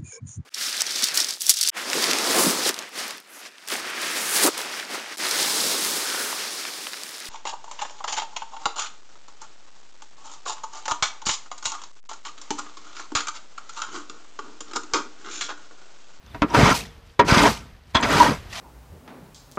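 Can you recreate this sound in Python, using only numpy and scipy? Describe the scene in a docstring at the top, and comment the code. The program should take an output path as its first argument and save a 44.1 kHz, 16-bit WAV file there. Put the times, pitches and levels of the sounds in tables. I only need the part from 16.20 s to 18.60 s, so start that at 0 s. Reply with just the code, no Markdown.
"""In a yard, a shovel blade knocks on a hard surface in three goes and is pushed rasping into a heap of granules.
Knocks are bursts of noise plus the ringing blade; the rasp is dense random slips that ring the same blade.
The granules hiss as they slide and trickle off, made of thousands of tiny ticks.
The plastic hopper booms along in shaped noise, with thuds of fading sines.
Behind lie soft yard noise, stray ticks, a faint hanging tone and gliding sines for birds."""
import sys
import numpy as np
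from scipy import signal
from scipy.io import wavfile

SR = 44100
rng = np.random.default_rng(int(sys.argv[2]) if len(sys.argv) > 2 else 0)


def boost_factor(decibels):
    """Convert a level in decibels to a linear amplitude factor."""
    exponent = np.asarray(decibels, float) / 20
    return 10 ** exponent


def unload_audio(sound):
    """Save the sound as a 16-bit wav file, at the path given as the first command line argument."""
    columns = np.transpose(np.atleast_2d(sound))
    # keep every value between -1 and 1, then stretch to whole-number steps
    steps = np.round(np.clip(columns, -1, 1) * 32767)
    wavfile.write(sys.argv[1], SR, steps.astype(np.int16))


N = 105840
T = np.arange(N) / SR
EDGES = 25 * 2 ** np.arange(0, 9.4, 1 / 3)   # edges of the third-octave bands, Hz

# Colour of the yard noise. Each row: frequency in Hz, relative level in dB per Hz.
YARD_COLOUR = [(25, 3), (60, 6), (120, -4.7), (250, -14), (400, -18.5), (1000, -18.5), (2500, -23.5),
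               (5000, -29.5), (7500, -38.5), (15700, -41.5)]
# Yard noise throughout, before its gain; its level points lie mostly between the pushes.
# Each row: time in seconds, level in dB.
YARD_LEVEL = [
    [(0.0, -56), (0.16, -46.5), (0.206, -50), (0.215, -48.5)],
    [(0.7, -50), (0.912, -57), (0.974, -59.5), (0.985, -56)],
    [(1.5, -51.5), (1.624, -57.5), (1.736, -53), (1.74, -45)],
]
# A faint tone that hangs on from late in the first push.
# The row: start in seconds, starting level in dB, pitch in Hz, time to fall 60 dB in seconds.
HANGING_TONE = (.5, -46, 462, 1.4)
# Far bird notes. Each row: start in seconds, length in seconds, rms level in dB, start pitch in Hz, end pitch in Hz.
BIRD_NOTES = [(.075, .014, -59, 3300, 3700), (.108, .024, -58, 3800, 3250), (.685, .03, -61, 3600, 3250),
              (.735, .035, -64, 3300, 2800), (.93, .025, -70, 5600, 5400), (.96, .015, -67, 3450, 3350)]
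# Squeaks of the blade edge. Each row: start in seconds, length in seconds, level in dB, pitch in Hz.
EDGE_SQUEAKS = [(.298, 0.014, -48, 5650), (1.809, 0.0075, -40, 7250)]
# Hopper booming, one list per push, before its gain. Each row: time in seconds, level in dB.
BOOM_LEVEL = [
    [(0.25, -26), (0.276, -46), (0.326, -37), (0.378, -7.5), (0.42, -11.5), (0.512, -16), (0.54, -24),
     (0.78, -54.5), (0.8, -50)],
    [(1.03, -21), (1.05, -17), (1.092, -29), (1.124, -15), (1.152, -26), (1.162, -14), (1.324, -19.5),
     (1.356, -32), (1.6, -60)],
    [(1.8, -25.5), (1.924, -24.5), (1.954, -15), (2.022, -25), (2.084, -16), (2.13, -17), (2.188, -43),
     (2.27, -65), (2.4, -48.5)],
]
# Colour of the boom. Each row: frequency in Hz, relative level in dB per Hz.
HOPPER_COLOUR = [(15, -44), (25, -54), (48, 12), (81, -0.5), (150, 7), (259, 4.5), (291, -6.5), (348, -11),
                 (420, 4), (550, -15), (920, -120)]
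# Dull thuds on the hopper. Each row: start in seconds, starting level in dB, pitch in Hz.
HOPPER_THUDS = [(.245, -9.5, 224), (.432, 4.5, 129.6), (1.122, 5, 153), (1.172, -0.5, 188),
                (1.954, -32, 160)]
# Sliding granules, before their gain. Each row: time in seconds, level in dB, lift above 8500 Hz in dB.
HISS_LEVEL = [
    [(0.25, -64, -2), (0.334, -45.5, -2), (0.346, -28.5, -1.5), (0.484, -24, -9), (0.524, -30, 1),
     (0.564, -30, 9.7), (0.696, -56.5, -4), (0.82, -77, -5), (0.876, -61, -1), (0.98, -68, -2)],
    [(1.04, -50, 3), (1.088, -25, -7), (1.196, -21.5, -8), (1.212, -32, 0.1), (1.222, -21.5, -5),
     (1.308, -31, 5), (1.55, -75.5, -8), (1.652, -79, 0.1), (1.73, -54, 4)],
    [(1.79, -33, -7), (1.824, -60, -3), (1.832, -40, -4), (1.876, -36, 0.1), (1.938, -26.5, -1),
     (1.948, -30.5, 0.1), (1.986, -23, -0.8), (2.12, -39, 5), (2.15, -45, 2), (2.28, -73, 5)],
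    [(2.28, -62, 4), (2.328, -42.5, -1), (2.374, -32.5, -6), (2.4, -38, -6)],
]
# Colour of the granules. Each row: frequency in Hz, relative level in dB per Hz.
GRANULE_COLOUR = [(290, -78), (500, -33), (667, 11), (749, 6.5), (1660, 0), (2950, 2.5), (5170, 0.5),
                  (10300, -14), (15700, -18.5)]
# Rasp in each push, before its gain. Each row: time in seconds, level in dB, lift of the modes near 1000 Hz in dB.
PUSH_LEVEL = [
    [(0.27, -68, 3), (0.284, -41, 2), (0.332, -33.5, 11), (0.352, -15.5, 8.5), (0.36, -16, -3),
     (0.486, -13.5, -10), (0.52, -16, 6), (0.572, -45, 7), (0.66, -83, 0.1)],
    [(1.04, -31, 0.1), (1.068, -36, 3), (1.088, -15, -3.5), (1.274, -15.5, 4.5), (1.34, -38, -4),
     (1.5, -61, -4)],
    [(1.8, -4, 7), (1.812, -33.5, 8), (1.838, -20.5, -3), (1.888, -24.5, 2), (1.914, -17.5, 1.5),
     (2.028, -17, 12), (2.098, -21.5, 5.9), (2.186, -44, -3), (2.27, -84, 0.1)],
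]
# Colour of the broad rasp. Each row: frequency in Hz, relative level in dB per Hz.
RASP_COLOUR = [(120, -111), (200, -7), (425, -10), (497, -3.5), (795, -10), (957, 1), (1430, -5),
               (6000, -24), (7800, -68), (13200, -120)]
# Ringing modes of the blade. Each row: frequency in Hz, relative level in dB, time to fall 60 dB in seconds
# (the last as knocks ring it; the rasp rings a little longer).
BLADE_MODES = [(295, -3, .12), (425, -6, .1), (560, -8, .08), (660, -7, .08), (746, -9, .07), (960, 0, .07),
               (1060, -3, .07), (1210, -6, .08), (1345, -6, .08), (1525, -9, .08), (1685, -9, .08),
               (1855, -8, .08), (2125, -10, .06), (2300, -13, .06), (2620, -11, .06), (3375, -10, .028),
               (4100, -15, .02), (4850, -10, .02), (5950, -12, .015), (7500, -22, .01)]
# Blade knocks. Each row: start in seconds, level in dB before the gain, rise in seconds, length factor,
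# bass tilt in dB, treble tilt in dB, favoured mode in Hz, its lift in dB, lift of the modes above 3000 Hz in dB.
KNOCK_EVENTS = [(0.062, -49, 0.0017, .5, -8, 12, 2120, 0.1, .1),
                (.145, -24, 0.0017, 1.05, -0.5, -15.5, 1100, -13, -3),
                (.218, -8.5, 0.0027, 1.23, 2.5, -11, 1340, 3, -15),
                (.301, -36.5, 0.0023, 0.73, -5, -9, 1060, 3, 2),
                (0.343, -9.5, 0.0052, 0.65, 0.1, -11.5, 960, -13, 0),
                (0.991, -6, 0.0042, 1.43, 6.1, -5.5, 960, 6, 1.5),
                (1.744, -9, 0.0087, 2.35, -4, -6, 3375, 8.5, 14),
                (1.823, -17.5, 0.0086, 1.86, -33, 4, 2580, 10.5, 7)]
# Colour of the knock bursts. Each row: frequency in Hz, relative level in dB per Hz.
KNOCK_COLOUR = [(50, -18), (275, -1.5), (600, -16.5), (1000, -4), (2000, -2.5), (3500, -5), (6000, -13),
                (9000, -51), (15500, -63)]
# Dying away of the bursts at length factor 1. 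Each row: frequency in Hz, time to fall 60 dB in seconds.
KNOCK_FALL = [(60, 0.1), (300, 0.3), (1000, 0.13), (3000, 0.065), (8000, 0.021), (15000, .05)]


def rms_one(x):
    """Scale to rms 1."""
    return x / np.sqrt(np.mean(x ** 2) + 1e-20)


def at_hz(points, hz):
    """Read a table on a log-frequency axis."""
    points = np.array(points)
    return np.interp(np.log(hz), np.log(points[:, 0]), points[:, 1])


def gain_in_time(tables):
    """Add up the gains of several level curves, each faded in and out over 20 ms."""
    out = np.zeros(N)
    for rows in tables:
        s, db = np.transpose(rows)
        # a curve that reaches the end of the sound is not faded out
        end = s[-1] + .02 * (s[-1] > T[-1] - .01)
        fade = np.clip(np.minimum(T - s[0], end - T) / .02, 0, 1)
        out += fade * boost_factor(np.interp(T, s, db))
    return out


def lift_in_time(tables):
    """Read the lift in dB, the third column, over the whole time."""
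    s, _, lift_db = np.concatenate(tables).T
    return np.interp(T, s, lift_db)


def levels_only(tables):
    """Keep the time and level columns."""
    return [np.array(rows)[:, :2] for rows in tables]


def drift(rate):
    """Slow random wander of rms 1, smoothed at a rate in Hz and computed on every 40th sample."""
    r = np.exp(-80 * np.pi * rate / SR)
    slow = signal.lfilter([1], [1, -2 * r, r * r], rng.standard_normal(N // 40 + 2002))[2000:]
    return np.interp(np.arange(N) / 40, np.arange(len(slow)), rms_one(slow))


def clicks(per_s, spread_db):
    """Random clicks of uneven size and either sign; rms 1."""
    size = boost_factor(spread_db * np.minimum(rng.exponential(1, N), 5)) * rng.choice([-1, 1], N)
    struck = rng.random(N) < per_s / SR
    return rms_one(size * struck + 1e-9)


def ring(x, hz, t60):
    """A resonance: a unit click sets a fading sine of height 1 ringing."""
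    r = boost_factor(-60 / (t60 * SR))
    w = 2 * np.pi * hz / SR
    return signal.lfilter([0, np.sin(w)], [1, -2 * r * np.cos(w), r * r], x + 1e-18)


def bands(two):
    """Third-octave bands, dealt in turn from two unrelated signals: (centre Hz, band)."""
    out = []
    for k, (lo, hi) in enumerate(zip(EDGES, EDGES[1:])):
        sos = signal.butter(2, [lo, hi], "band", fs=SR, output="sos")
        out.append((np.sqrt(lo * hi), signal.sosfilt(sos, two[k % 2])))
    return out


def coloured(two, spectrum, patchy_db, rate):
    """Bands weighted by a spectrum, each flickering partly together and partly alone; rms 1."""
    shared = drift(rate)
    out = np.zeros(N)
    for hz, band in bands(two):
        if spectrum[0][0] <= hz <= spectrum[-1][0]:
            flicker_db = patchy_db * (.6 * shared + drift(rate))
            out += boost_factor(at_hz(spectrum, hz) + flicker_db) * band
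    return rms_one(out)


def yard_noise():
    """Soft background noise, coloured by frequency and following its level curve."""
    gain_db = 7
    s, db = np.concatenate(YARD_LEVEL).T
    noise = coloured(rng.standard_normal((2, N)), YARD_COLOUR, patchy_db=0.06, rate=32.0)
    return boost_factor(np.interp(T, s, db) + gain_db) * noise


def hanging_tone():
    """One faint sine that fades slowly while its level wavers."""
    start, top_db, hz, t60 = HANGING_TONE
    level_db = top_db - 60 * (T - start) / t60 + 1.5 * drift(12.)
    return (T > start) * boost_factor(level_db) * np.sin(2 * np.pi * hz * T)


def stray_granules():
    """Stray granules tick down: each click rings one of eight short resonances."""
    per_s, level_db, cycles = 46, -47.5, 16   # cycles: how many the ringing takes to fall 60 dB
    stray = (rng.random(N) < per_s / SR) * rng.uniform(.3, 1, N)
    dealt = rng.integers(0, 8, N)
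    ticks = np.zeros(N)
    for k, hz in enumerate(np.geomspace(1500, 5500, 8)):
        ticks += ring(stray * (dealt == k), hz, cycles / hz)
    return boost_factor(level_db) * ticks


def birds():
    """Short bird notes: sines that glide in pitch while they swell and fade."""
    out = np.zeros(N)
    for s, length, db, hz0, hz1 in BIRD_NOTES:
        u = np.clip((T - s) / length, 0, 1)
        cycles = length * (hz0 * u + (hz1 - hz0) * u * u / 2)
        out += 2 * boost_factor(db) * np.sin(np.pi * u) * np.sin(2 * np.pi * cycles)
    return out


def hopper():
    """The hopper: a lumpy boom of low noise during the pushes, and round thuds of fading sines."""
    thud_t60_s = 0.026
    boom = coloured(rng.standard_normal((2, N)), HOPPER_COLOUR, patchy_db=1.2, rate=19.0)
    out = gain_in_time(BOOM_LEVEL) * boost_factor(-5.67) * boom
    for s, db, hz in HOPPER_THUDS:
        t = np.maximum(T - s, 0)
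        rise = np.minimum(t * hz * 4, 1)   # over a quarter cycle
        out += boost_factor(db - 60 * t / thud_t60_s) * np.sin(2 * np.pi * hz * t) * rise
    return out


def granules():
    """Thousands of tiny ticks blur into a hiss, and harder grains ping briefly; the top has its own lift."""
    grains_per_s, grain_spread_db, gain_db = 8900, 3.5, 2
    pings_per_s, ping_cycles, ping_db = 900, 45, -6
    ticks = [clicks(grains_per_s, grain_spread_db) for _ in range(2)]
    hiss = coloured(ticks, GRANULE_COLOUR, patchy_db=1.87, rate=47.0)
    hard = clicks(pings_per_s, 4.7)
    dealt = rng.integers(0, 30, N)   # which of 30 pitches each hard grain rings
    pings = np.zeros(N)
    for k, hz in enumerate(np.geomspace(1800, 11000, 30)):
        pings += boost_factor(at_hz(GRANULE_COLOUR, hz)) * ring(hard * (dealt == k), hz, ping_cycles / hz)
    hiss = rms_one(hiss + boost_factor(ping_db) * rms_one(pings))
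    top = signal.sosfilt(signal.butter(2, 8500., "high", fs=SR, output="sos"), hiss)
    low = signal.sosfilt(signal.butter(2, 8500., "low", fs=SR, output="sos"), hiss)
    level = gain_in_time(levels_only(HISS_LEVEL)) * boost_factor(gain_db)
    # the minus keeps the two halves from cancelling where they meet
    return level * (low - top * boost_factor(lift_in_time(HISS_LEVEL)))


def squeaks():
    """Squeaks of the blade edge: noise through a narrow resonance, swelling and fading."""
    out = np.zeros(N)
    for s, length, db, hz in EDGE_SQUEAKS:
        swell = np.sin(np.pi * np.clip((T - s) / length, 0, 1))
        out += 2 * boost_factor(db) * swell * rms_one(ring(rng.standard_normal(N), hz, .009))
    return out


def rasp():
    """Dense slips under the blade: a broad rasp and the blade's modes, which come and go."""
    slips_per_s, slip_spread_db, sway_db, modes_db = 5500, 3.0, 4.5, -0.5
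    slips = [clicks(slips_per_s, slip_spread_db) for _ in range(2)]
    modes = []
    for k, (hz, db, t60) in enumerate(BLADE_MODES):
        level_db = db + 3.0 * (hz > 4000) + sway_db * drift(16.0)
        modes.append(boost_factor(level_db) * ring(slips[k % 2], hz, 1.1 * t60))
    scale = np.sqrt(np.mean(sum(modes) ** 2))   # taken before the lift
    lift = lift_in_time(PUSH_LEVEL)
    ringing = sum(m * boost_factor(lift * (900 < hz < 1100)) for m, (hz, _, _) in zip(modes, BLADE_MODES)) / scale
    body = coloured(slips, RASP_COLOUR, patchy_db=1.5, rate=39.0) + boost_factor(modes_db) * ringing
    return gain_in_time(levels_only(PUSH_LEVEL)) * boost_factor(-2.0) * body


def knocks():
    """Each knock is a noise burst with its own decay per band, and a short chatter that rings the blade."""
    gain_db, modes_db = -5.5, -21
    shade_db, favour_width = 2, .07   # chance level of each mode; width of the favour in log frequency
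    noise = bands(rng.standard_normal((2, N)))
    scale = np.sqrt(np.mean(sum(boost_factor(at_hz(KNOCK_COLOUR, hz)) * band for hz, band in noise) ** 2))
    chatter = clicks(2700, 2.2)
    shades = rng.normal(0, shade_db, (len(KNOCK_EVENTS), len(BLADE_MODES)))
    lowpass = signal.butter(6, 7800, fs=SR, output="sos")
    out = np.zeros(N)
    for knock, shade in zip(KNOCK_EVENTS, shades):
        s, db, rise_s, length, bass_db, treble_db, best_hz, lift_db, high_db = knock
        i = int(s * SR)
        t = T[:min(N - i, SR // 2)]
        here = slice(i, i + len(t))
        rise = np.minimum(t / rise_s, 1) ** 1.44
        after = np.maximum(t - rise_s, 0) / length   # time since the rise, stretched
        tilt = [(100, bass_db), (1000, 0.0031), (6000, treble_db), (14000, 1.2 * treble_db - 6.0)]

        burst = np.zeros(len(t))
        for hz, band in noise:
            fall_db = 60 * after / at_hz(KNOCK_FALL, hz)
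            burst += boost_factor(at_hz(KNOCK_COLOUR, hz) + at_hz(tilt, hz) - fall_db) * band[here]

        drive = chatter[here] * rise * boost_factor(-60 * after / 0.037)
        modes = np.zeros(len(t))
        for (hz, mode_db, t60), chance_db in zip(BLADE_MODES, shade):
            favour_db = lift_db * np.exp(-(np.log(hz / best_hz) / favour_width) ** 2)
            level_db = mode_db + chance_db + at_hz(tilt, hz) + high_db * (hz > 3000) + favour_db
            modes += boost_factor(level_db) * ring(drive, hz, t60)
        modes = signal.sosfilt(lowpass, modes)
        out[here] += boost_factor(db + gain_db) * (rise * burst / scale + boost_factor(modes_db) * modes)
    return out


def scene():
    """All sources added up, one channel."""
    background = yard_noise() + hanging_tone() + stray_granules() + birds()
    shovelling = hopper() + granules() + squeaks() + rasp() + knocks()
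    return (background + shovelling)[None, :]


def low_pass(x):
    """Removes everything above the highest recorded frequency."""
    return signal.sosfilt(signal.butter(12, 16080, fs=SR, output="sos"), x)


def record(dry):
    """Peaks are rounded off, then the extreme treble and bass are cut."""
    rounded = 1.213 * np.tanh(dry / 1.41)
    cut = signal.sosfilt(signal.cheby2(12, 60, 15950, fs=SR, output="sos"), rounded)
    mix = signal.sosfilt(signal.butter(2, 36., "high", fs=SR, output="sos"), cut)
    return low_pass(mix)


dry = scene()
out = record(dry)
unload_audio(out)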